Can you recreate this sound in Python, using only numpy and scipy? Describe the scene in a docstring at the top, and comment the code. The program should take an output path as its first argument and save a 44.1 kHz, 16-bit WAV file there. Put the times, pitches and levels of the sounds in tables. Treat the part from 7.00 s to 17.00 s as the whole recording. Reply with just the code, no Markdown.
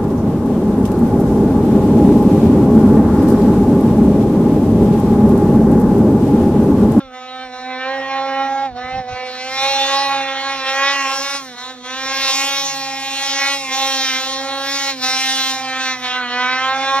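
"""A snowy gully: a two-cylinder two-stroke snowmobile climbs at full revs, far below the listener.
Its exhaust is a periodic pulse train with gated gas noise; a rock face adds an echo, the track a hum of sines.
Unsteady air makes each overtone swell and fade before the sound reaches two close microphone ports.
Low-passed noise makes the light wind that thumps the ports."""
import sys
import numpy as np
from scipy import signal
from scipy.fft import rfft, irfft, next_fast_len
from scipy.io import wavfile
from scipy.ndimage import uniform_filter1d, map_coordinates

SR = 44100
rng = np.random.default_rng(int(sys.argv[2]) if len(sys.argv) > 2 else 0)


def wrap_up_sound(samples):
    """Save the sound to the file named by the first command line argument, as 16-bit audio."""
    columns = np.atleast_2d(samples).T
    # keep every value between -1 and 1, then stretch to whole-number steps
    tamed = np.clip(columns, -1, 1)
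    steps = np.round(tamed * 32767).astype(np.int16)
    wavfile.write(sys.argv[1], SR, steps)


N = 441000  # samples, 10 s

# Exhaust arriving at open throttle:
# (time [s], pipe note near 800 Hz [dB], bark 1.2-3 kHz [dB], rasp above 3 kHz [dB])
EXHAUST = [(0.0, -39, -46, -44), (.6, -28.5, -41, -42), (.86, -25.5, -31.5, -42), (1.4, -16, -31, -42.5),
           (1.64, -13.5, -40, -44.5), (1.82, -27.5, -35, -43.5), (1.98, -15, -39, -43.5),
           (2.35, -34, -36.5, -37.5), (2.47, -28.5, -36, -34.5), (2.57, -27.5, -29.5, -27.5),
           (2.64, -17, -26, -23), (2.85, -18.5, -26.5, -25), (3.15, -15, -27, -28), (3.27, -26.5, -30, -34),
           (3.86, -24, -21.5, -28), (4.25, -31, -32.5, -31), (4.6, -40.5, -37.5, -36.5),
           (4.85, -37, -34, -37.5), (5.3, -27.5, -24.5, -22.5), (5.9, -28.5, -38.5, -36),
           (6.45, -27, -23.5, -24), (6.85, -21.5, -28.5, -24), (7.1, -34, -25.5, -22.5),
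           (7.55, -29.5, -34.5, -31), (7.75, -30, -28, -26), (8.1, -26, -25, -26), (8.5, -26, -30, -25),
           (8.62, -23.5, -34, -33.5), (8.76, -28, -26, -33), (8.84, -29.5, -25.5, -26.5),
           (9.5, -27, -23.5, -31.5), (10.0, -17, -26, -30.5)]
# Pipe colour on top of those levels: (frequency [Hz], level per overtone [dB])
PIPE_COLOUR = [(1150, -2.5), (1300, -7), (2100, -6.5), (2900, -11), (3800, -5.5), (5900, -15.5),
               (8000, -27), (11500, -45.5), (14000, -39), (16000, -74)]
# Gas roar against the overtones: (frequency [Hz], level [dB])
GAS_ROAR = [(150, -29), (400, -24), (1000, -15.5), (2500, -12.5), (4200, -16), (6000, -8), (9000, 5)]
# Spectral shape of the wind rumble: (frequency [Hz], relative level per Hz [dB])
WIND_RUMBLE = [(20, -0.5), (50, 19), (100, -3.5), (170, -19.5), (500, -47.5)]
# Phase between the ports: (frequency [Hz], lead of the left [rad])
PORT_LEAD = [(100, 0), (690, .3), (1980, .2), (2670, 1.1), (4820, 2.1), (5430, 1.2), (7900, 3.05),
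             (11800, np.pi), (14000, 4.2), (15300, 6.2)]
# Level between the ports: (frequency [Hz], left minus right [dB])
PORT_LEAN = [(60, 0), (200, -3), (700, -4.5), (1290, -1.8), (4400, -1), (6500, 0)]
# Part of the sound unrelated between the ports: (frequency [Hz], level [dB])
PORT_APART = [(200, -24), (3000, -19), (6000, -10), (8500, -22), (11500, -22), (13500, 2)]
# The firing note itself, the first overtone: (time [s], level [dB])
FIRING_NOTE = [(0.0, -41), (.2, -43.5), (.95, -33), (1.64, -33.5), (2.15, -46), (3.1, -38), (4.6, -42),
               (5.18, -40), (7.6, -36), (10.0, -33.5)]
# Firing rate that the open throttle pulls toward: (time [s], rate [Hz])
OPEN_RATE = [(0.0, 274.7), (0.21, 265.7), (0.78, 260.5), (0.94, 271.6), (1.39, 270.6), (1.95, 275.1),
             (2.38, 262.1), (2.7, 277.1), (2.87, 273.7), (3.01, 277.9), (3.36, 269.6), (3.92, 282.7),
             (4.29, 285.4), (5.12, 283.1), (5.28, 277), (5.5, 280.2), (5.9, 270.8), (6.56, 277.5),
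             (7.75, 277.9), (8.3, 270.7), (8.71, 263), (9.36, 255.7), (9.9, 273.6)]
# The rider eases off or the track digs in:
# (time [s], length [s], sag of the firing rate [Hz], quietening of the exhaust [dB])
LIFTS = [(0.0, 0.1, 16.8, 9), (0.438, 0.059, 6.1, 7), (1.658, 0.07, 31.4, 15), (1.983, 0.063, 12, 10.5),
         (3.523, 0.11, 10.6, 4.5), (3.931, 0.14, 12.3, 3), (4.372, .17, 40, 9.5), (4.708, 0.1, 17, 13.5),
         (6.544, 0.14, 13.5, 9.5), (6.891, 0.26, 14, -0.5), (7.902, 0.087, 17.7, 17.5),
         (8.918, 0.08, 8.3, 9.5), (9.166, 0.11, 8, 6.5)]
# Overtones beside the pipe note: (time [s], second over the mean of note and bark [dB],
# fourth over the same mean [dB], fifth over the bark [dB])
BESIDE_NOTE = [(0, 4, -3, 15), (.4, -3, -12.5, 7.5), (.95, 3, 0.5, -7), (1.6, -6.5, -14.5, 4.5),
               (2.3, 2, -8, -5), (2.7, -3.5, -4, -6), (4.3, -4, 5, 1.5), (5.3, -4.5, -0.5, -2),
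               (6, -9, -4.5, -7.5), (7.15, -7.5, -6.5, -3.5), (7.45, 2.5, -3.5, 1.5),
               (8.3, -14.5, -7, -2.5), (10, -6, -0.5, 4)]
# Upper colour: (time [s], 2.3-3.2 kHz over the mean of bark and rasp [dB], above 4.7 kHz over the rasp [dB])
UPPER_COLOUR = [(0, -2.5, -9), (1.3, 2.5, -0.5), (2.1, -0.5, -5.5), (2.7, 1.5, -3.5), (3.4, 1, -4.5),
                (4.4, 4, 9.5), (4.55, -11.5, -0.5), (5.1, 3, 3), (5.6, 7, 8.5), (7.4, -3, -1), (8.1, 2, 8),
                (9.3, 0.5, -5), (10, 3.5, 0)]
# Roughness: (time [s], gas roar below 1 kHz [dB], gas roar above [dB], phase drift of the upper overtones [rad])
ROUGHNESS = [(0, -4, 3, 2), (2.9, 0, 5.5, 1.5), (3.5, -3, 4, .5), (5, -5, 2, .15), (8.6, -6, 1.5, .15),
             (9.3, -4, 2, .7), (10, -3, 3, 1)]
# Hum of the track's drive lugs, at their own speed: (time [s], frequency [Hz], middle level [dB])
TRACK_HUM = [(.75, 120, -67), (.97, 131, -58), (1.7, 128, -54), (2.3, 110, -57.5), (3.17, 141.9, -54.5),
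             (3.7, 115, -62.5), (4.4, 137.3, -64), (4.9, 117.6, -64.5), (5.65, 150.3, -54.5),
             (6.1, 125.5, -58), (7.0, 142.7, -65), (7.27, 126.4, -60), (7.9, 136.3, -56.5),
             (9.45, 121.3, -59), (10, 145.4, -50)]
# Harmonics of that hum, from the fundamental up: (level [dB])
LUG_HARMONICS = [0, 2, -10, -5]
# Echo from the rock face behind: (time [s], level against the straight sound [dB])
ROCK_ECHO = [(0, -21.5), (3.7, -17), (4.2, -7.5), (5.3, -11), (5.6, -14.5), (7.2, -10.5), (7.6, -14),
             (10, -17.5)]
# Flurries of wind on the ports: (time [s], length [s], middle level [dB], reach [Hz])
GUSTS = [(0, 0.18, -52, 90), (1.656, 0.54, -48, 190), (2.454, 0.45, -60, 100.7), (4.96, .5, -59, 100.6)]

RECOVER_S, LINGER_S = .319, .046  # the revs climb back; the hush outlasts the lift
CLOSE_S, OPEN_S = .048, .029  # the exhaust quietens, and returns
LOW_HUSH = .38  # share of the hush gained per overtone above the first
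ROAR_HUSH = .62  # the gas roar loses only this share of the hush
NOTCH_HZ, NOTCH_WIDTH_HZ, NOTCH_DB = 4680, 216, 8  # a narrow gap in the treble
# echo: typical share of pitch lost, lag of its firing rate, loss per overtone above the third (up to three)
FLAT, LAG_S, DULL_DB = .028, .03, 2.5
FLUTTER = .5  # weight of the scattered sound in the three lowest tones
TOP_HZ = 15750
OVERTONES = 66
STFT = dict(nperseg=512, noverlap=384)


def amp(db):
    """Decibel law: the gain of a level in dB."""
    return 10 ** (np.asarray(db) / 20)


def unit(x):
    """Normalisation: x at rms 1."""
    return x / np.sqrt(np.mean(x ** 2) + 1e-20)


def along(points, hz):
    """Logarithmic pitch scale: (frequency, value) points read on a log axis."""
    f, v = np.transpose(points)
    return np.interp(np.log(hz + 1), np.log(f + 1), v)


def curves(rows, t):
    """Linear interpolation: each column after the time, read at times t."""
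    s, *cols = np.transpose(rows)
    return np.array([np.interp(t, s, c) for c in cols])


def wobble(rate):
    """Band-limited fluctuation: a smooth random curve with rate knots a second."""
    knots = rng.standard_normal(int(N * rate / SR) + 4)
    return map_coordinates(knots, [np.arange(N) * rate / SR])


def overtone_wobble(size, rate, t):
    """Fluctuation over order and time: knots every size overtones and rate times a second."""
    each = np.arange(OVERTONES)[:, None] + 0 * t
    knots = rng.standard_normal((OVERTONES, 400))
    return map_coordinates(knots, [each / size, rate * t + 0 * each], order=1)


def filtered(x, response):
    """Linear filtering: the spectrum of x times a complex response of frequency."""
    m = next_fast_len(N + SR // 2)
    return irfft(rfft(x, m) * response(np.fft.rfftfreq(m, 1 / SR)), m)[..., :N]


def firing_rate(t):
    """Exponential recovery: each lift pulls the revs down steadily, then they climb back ever slower."""
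    s, length, sag, _ = np.transpose(LIFTS)[:, :, None]
    fall = np.clip((t - s) / length, 0, 1)
    fall = fall * np.exp(-np.clip(t - s - length, 0, None) / RECOVER_S)
    return curves(OPEN_RATE, t)[0] - (sag * fall).sum(0)


def hush(t):
    """Throttled outflow: dB lost while the throttle is eased, as a quick drop, a hold and a return."""
    s, length, _, db = np.transpose(LIFTS)[:, :, None]
    closing = (t - s) / CLOSE_S
    opening = (s + length + LINGER_S - t) / OPEN_S
    return (db * np.clip(np.minimum(closing, opening), 0, 1)).sum(0)


def firings(turns, jitter_s, scatter_db):
    """Periodic impulses: one click per whole turn gives a harmonic series, each overtone near rms 1."""
    count = np.arange(1, int(turns[-1]))
    chance = rng.standard_normal((4000, 2))[:len(count)]
    at = np.interp(count, turns, np.arange(N))
    at += jitter_s[at.astype(int)] * SR * chance[:, 0]
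    size = np.gradient(at) / np.sqrt(2) * amp(scatter_db * chance[:, 1])
    # a windowed sinc places each click between samples
    taps = np.floor(at)[:, None] + np.arange(-7, 9)
    off = taps - at[:, None]
    click = size[:, None] * np.sinc(off) * np.cos(np.pi * off / 16) ** 2
    return np.bincount(np.clip(taps, 0, N - 1).astype(int).ravel(), click.ravel(), N)


def rock_echo(t, ragged_s):
    """Doppler shift on reflection: the sled pulls away from the rock face, so its echo is flatter."""
    flatter = 1 - FLAT * amp(2 * wobble(3))
    turns = np.cumsum(flatter * firing_rate(t - LAG_S)) / SR
    return firings(turns, ragged_s, scatter_db=3)


def gas_noise(turns, rate):
    """Modulated turbulence: two noises, gated by each firing, with one overtone's power per overtone width."""
    gate = unit(.7 + np.exp(-3.5 * (turns % 1)))
    return gate * rng.standard_normal((2, N)) * np.sqrt(SR / 2 / rate)


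def arriving_levels(hz, t, order):
    """Source-filter principle: dB of tone, echo and two roars, set by overtone order and pipe colour."""
    column = np.arange(len(t)) + 0 * order
    low, high, _ = curves(ROUGHNESS, t)
    third, bark, rasp = curves(EXHAUST, t)
    note_bark = (third + bark) / 2
    second, fourth, fifth = curves(BESIDE_NOTE, t) + [note_bark, note_bark, bark]
    middle, upper = curves(UPPER_COLOUR, t) + [(bark + rasp) / 2, rasp]
    # a dull moment loses the highest treble even more
    top = upper + .55 * (rasp - bark)
    centres = np.log([1, 2, 3, 4, 5, 7, 10, 14, 21, 36])  # overtone orders
    place = np.interp(np.log(order + 1e-9), centres, np.arange(10))

    def spread(*lowest_five):
        levels = np.array([*lowest_five, bark, middle, rasp, upper, top])
        return map_coordinates(levels, [place, column], order=1)

    # the lowest tones are quietened less
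    eased = hush(t) * np.clip(LOW_HUSH * (order - 1), 0, 1)
    tone_db = spread(curves(FIRING_NOTE, t)[0], second, third, fourth, fifth) - eased
    dulling = DULL_DB * np.clip(order - 3, 0, 3)
    echo_db = tone_db + curves(ROCK_ECHO, t)[0] - dulling + .5 * eased
    # the roar is broad: its bass follows the low overtones together
    bass = (second + third + fourth + bark) / 4
    roar_db = spread(.5 * bass - 20, bass, bass, bass, bark) - ROAR_HUSH * eased
    roar_db = roar_db + low + (high - low) * np.clip(order - 3.5, 0, 1)
    notch = NOTCH_DB * np.exp(-((hz - NOTCH_HZ) / NOTCH_WIDTH_HZ) ** 2)
    colour = along(PIPE_COLOUR, hz) - notch
    return np.array([tone_db, echo_db, roar_db, roar_db]) + colour[:, None]


def through_air(tone, echo, roar, apart, scattered, patchy_db):
    """Multipath interference: eddies scatter the sound, so each overtone fades in and out on its own."""
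    hz, t, z = signal.stft(np.array([tone, echo, roar, apart]), SR, **STFT)
    order = hz[:, None] / firing_rate(t)
    column = np.arange(len(t)) + 0 * order
    nearest = np.clip(np.round(order), 0, OVERTONES - 1).astype(int), column.astype(int)
    each = np.arange(OVERTONES)[:, None] + 0 * t
    smear = curves(ROUGHNESS, t)[2]

    def drift():
        slow = np.where(each > 5, .4 + .4 * smear, .8) * overtone_wobble(1, 7, t)
        medium = 1.1 * overtone_wobble(1, 17, t)
        fast = .7 * (each > 5) * overtone_wobble(2, 38, t)
        return slow + medium + fast

    # scattered paths add to the straight one with drifting size and phase, so lines swell and drop out
    share = np.clip(.8 + .35 * smear + .07 * hush(t), 0, 1.6)
    weight = scattered * np.where(each > 3, share, FLUTTER)
    z[0] *= (1 + weight * (drift() + 1j * drift()))[nearest]
    z[0] *= np.exp(1j * np.where(each > 5, smear, 1) * overtone_wobble(1, 3, t))[nearest]
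    z[1] *= (1 + scattered * (drift() + 1j * drift()))[nearest]
    patches = (patchy_db * np.clip(each / 10, 0, 1) * overtone_wobble(3, 9, t))[nearest]
    spurts = (2.5 * (each > 4) * overtone_wobble(12, 30, t))[nearest]
    level_db = arriving_levels(hz, t, order) + patches
    level_db[2:] += spurts  # in the two roars only
    tone, echo, roar, apart = signal.istft(z * amp(level_db), SR, **STFT)[1][:, :N]
    return tone + echo + roar, apart


def pipe_delay(f):
    """Dispersion: the pipe holds the low tones back, so each pulse starts with its treble."""
    phase = .25 - 2 * np.pi * .0015 * 550 * np.arctan(f / 550)  # up to 1.5 ms of delay, less above 550 Hz
    return np.exp(1j * phase) * (f > 60)


def track():
    """Harmonic synthesis: the drive lugs give a wavering hum with a few overtones."""
    hz, db = curves(TRACK_HUM, np.arange(N) / SR)
    hz = uniform_filter1d(hz, SR // 5)
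    phase = 2 * np.pi * np.cumsum(hz + wobble(9.9)) / SR
    hum = np.zeros(N)
    for k, lug_db in enumerate(LUG_HARMONICS, 1):
        hum += amp(db + lug_db + 3.5 * wobble(6)) * np.sqrt(2) * np.sin(k * phase)
    return hum


def engine():
    """Superposition: pulses, echo, gas roar and track; returns the common and the unrelated sound."""
    t = np.arange(N) / SR
    rate = firing_rate(t) * (1 + .0015 * wobble(30) + .0015 * wobble(11))
    turns = np.cumsum(rate) / SR
    # an eased engine fires raggedly
    ragged_s = 6e-6 + 4e-6 * curves(ROUGHNESS, t)[2] + 1.5e-6 * hush(t)
    pulses = firings(turns, ragged_s, scatter_db=.45)
    echo = rock_echo(t, ragged_s)
    gas = gas_noise(turns, rate)
    roar = filtered(gas[0], lambda f: amp(along(GAS_ROAR, f)))
    common, apart = through_air(pulses, echo, roar, gas[1], scattered=.42, patchy_db=2.6)
    unrelated = filtered(apart, lambda f: amp(along(PORT_APART, f)) * (f > 60))
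    return filtered(common, pipe_delay) + track(), unrelated


def ports(common, apart):
    """Interaural-type differences: level and phase differ between the ports with frequency."""
    sign = np.array([[1], [-1]])  # left, right

    def tilt(f):
        return amp(sign * along(PORT_LEAN, f) / 2) * np.exp(.5j * sign * along(PORT_LEAD, f))

    return filtered(common, tilt) + filtered(apart, lambda f: tilt(f) * sign)


def wind():
    """Turbulent pressure noise: lumpy low buffeting with denser flurries, mostly alike on both ports."""
    t = np.arange(N) / SR
    both, own = unit(filtered(rng.standard_normal((2, N)), lambda f: amp(along(WIND_RUMBLE, f))))
    buffeting = amp(-72 + 3.3 * wobble(2.9) + 4.4 * wobble(11.0))
    air = buffeting * np.array([both + .15 * own, both - .19 * own])
    for s, length, db, hz in GUSTS:
        low_noise = filtered(rng.standard_normal((2, N)), lambda f: (f > 30) / (1 + (f / hz) ** 4))
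        both, own = unit(low_noise)
        edges = np.clip(np.minimum(t - s, s + length - t) / .033, 0, 1)
        swell = edges * amp(db + 8.5 * wobble(28))
        air = air + swell * np.array([both + .3 * own, both - .3 * own])
    return air


def scene():
    """Superposition: engine and wind add at the two ports."""
    return ports(*engine()) + wind()


def record(dry):
    """Band limitation: nothing stays above TOP_HZ."""
    return filtered(dry, lambda hz: hz < TOP_HZ)


dry = scene()
out = record(dry)
wrap_up_sound(out)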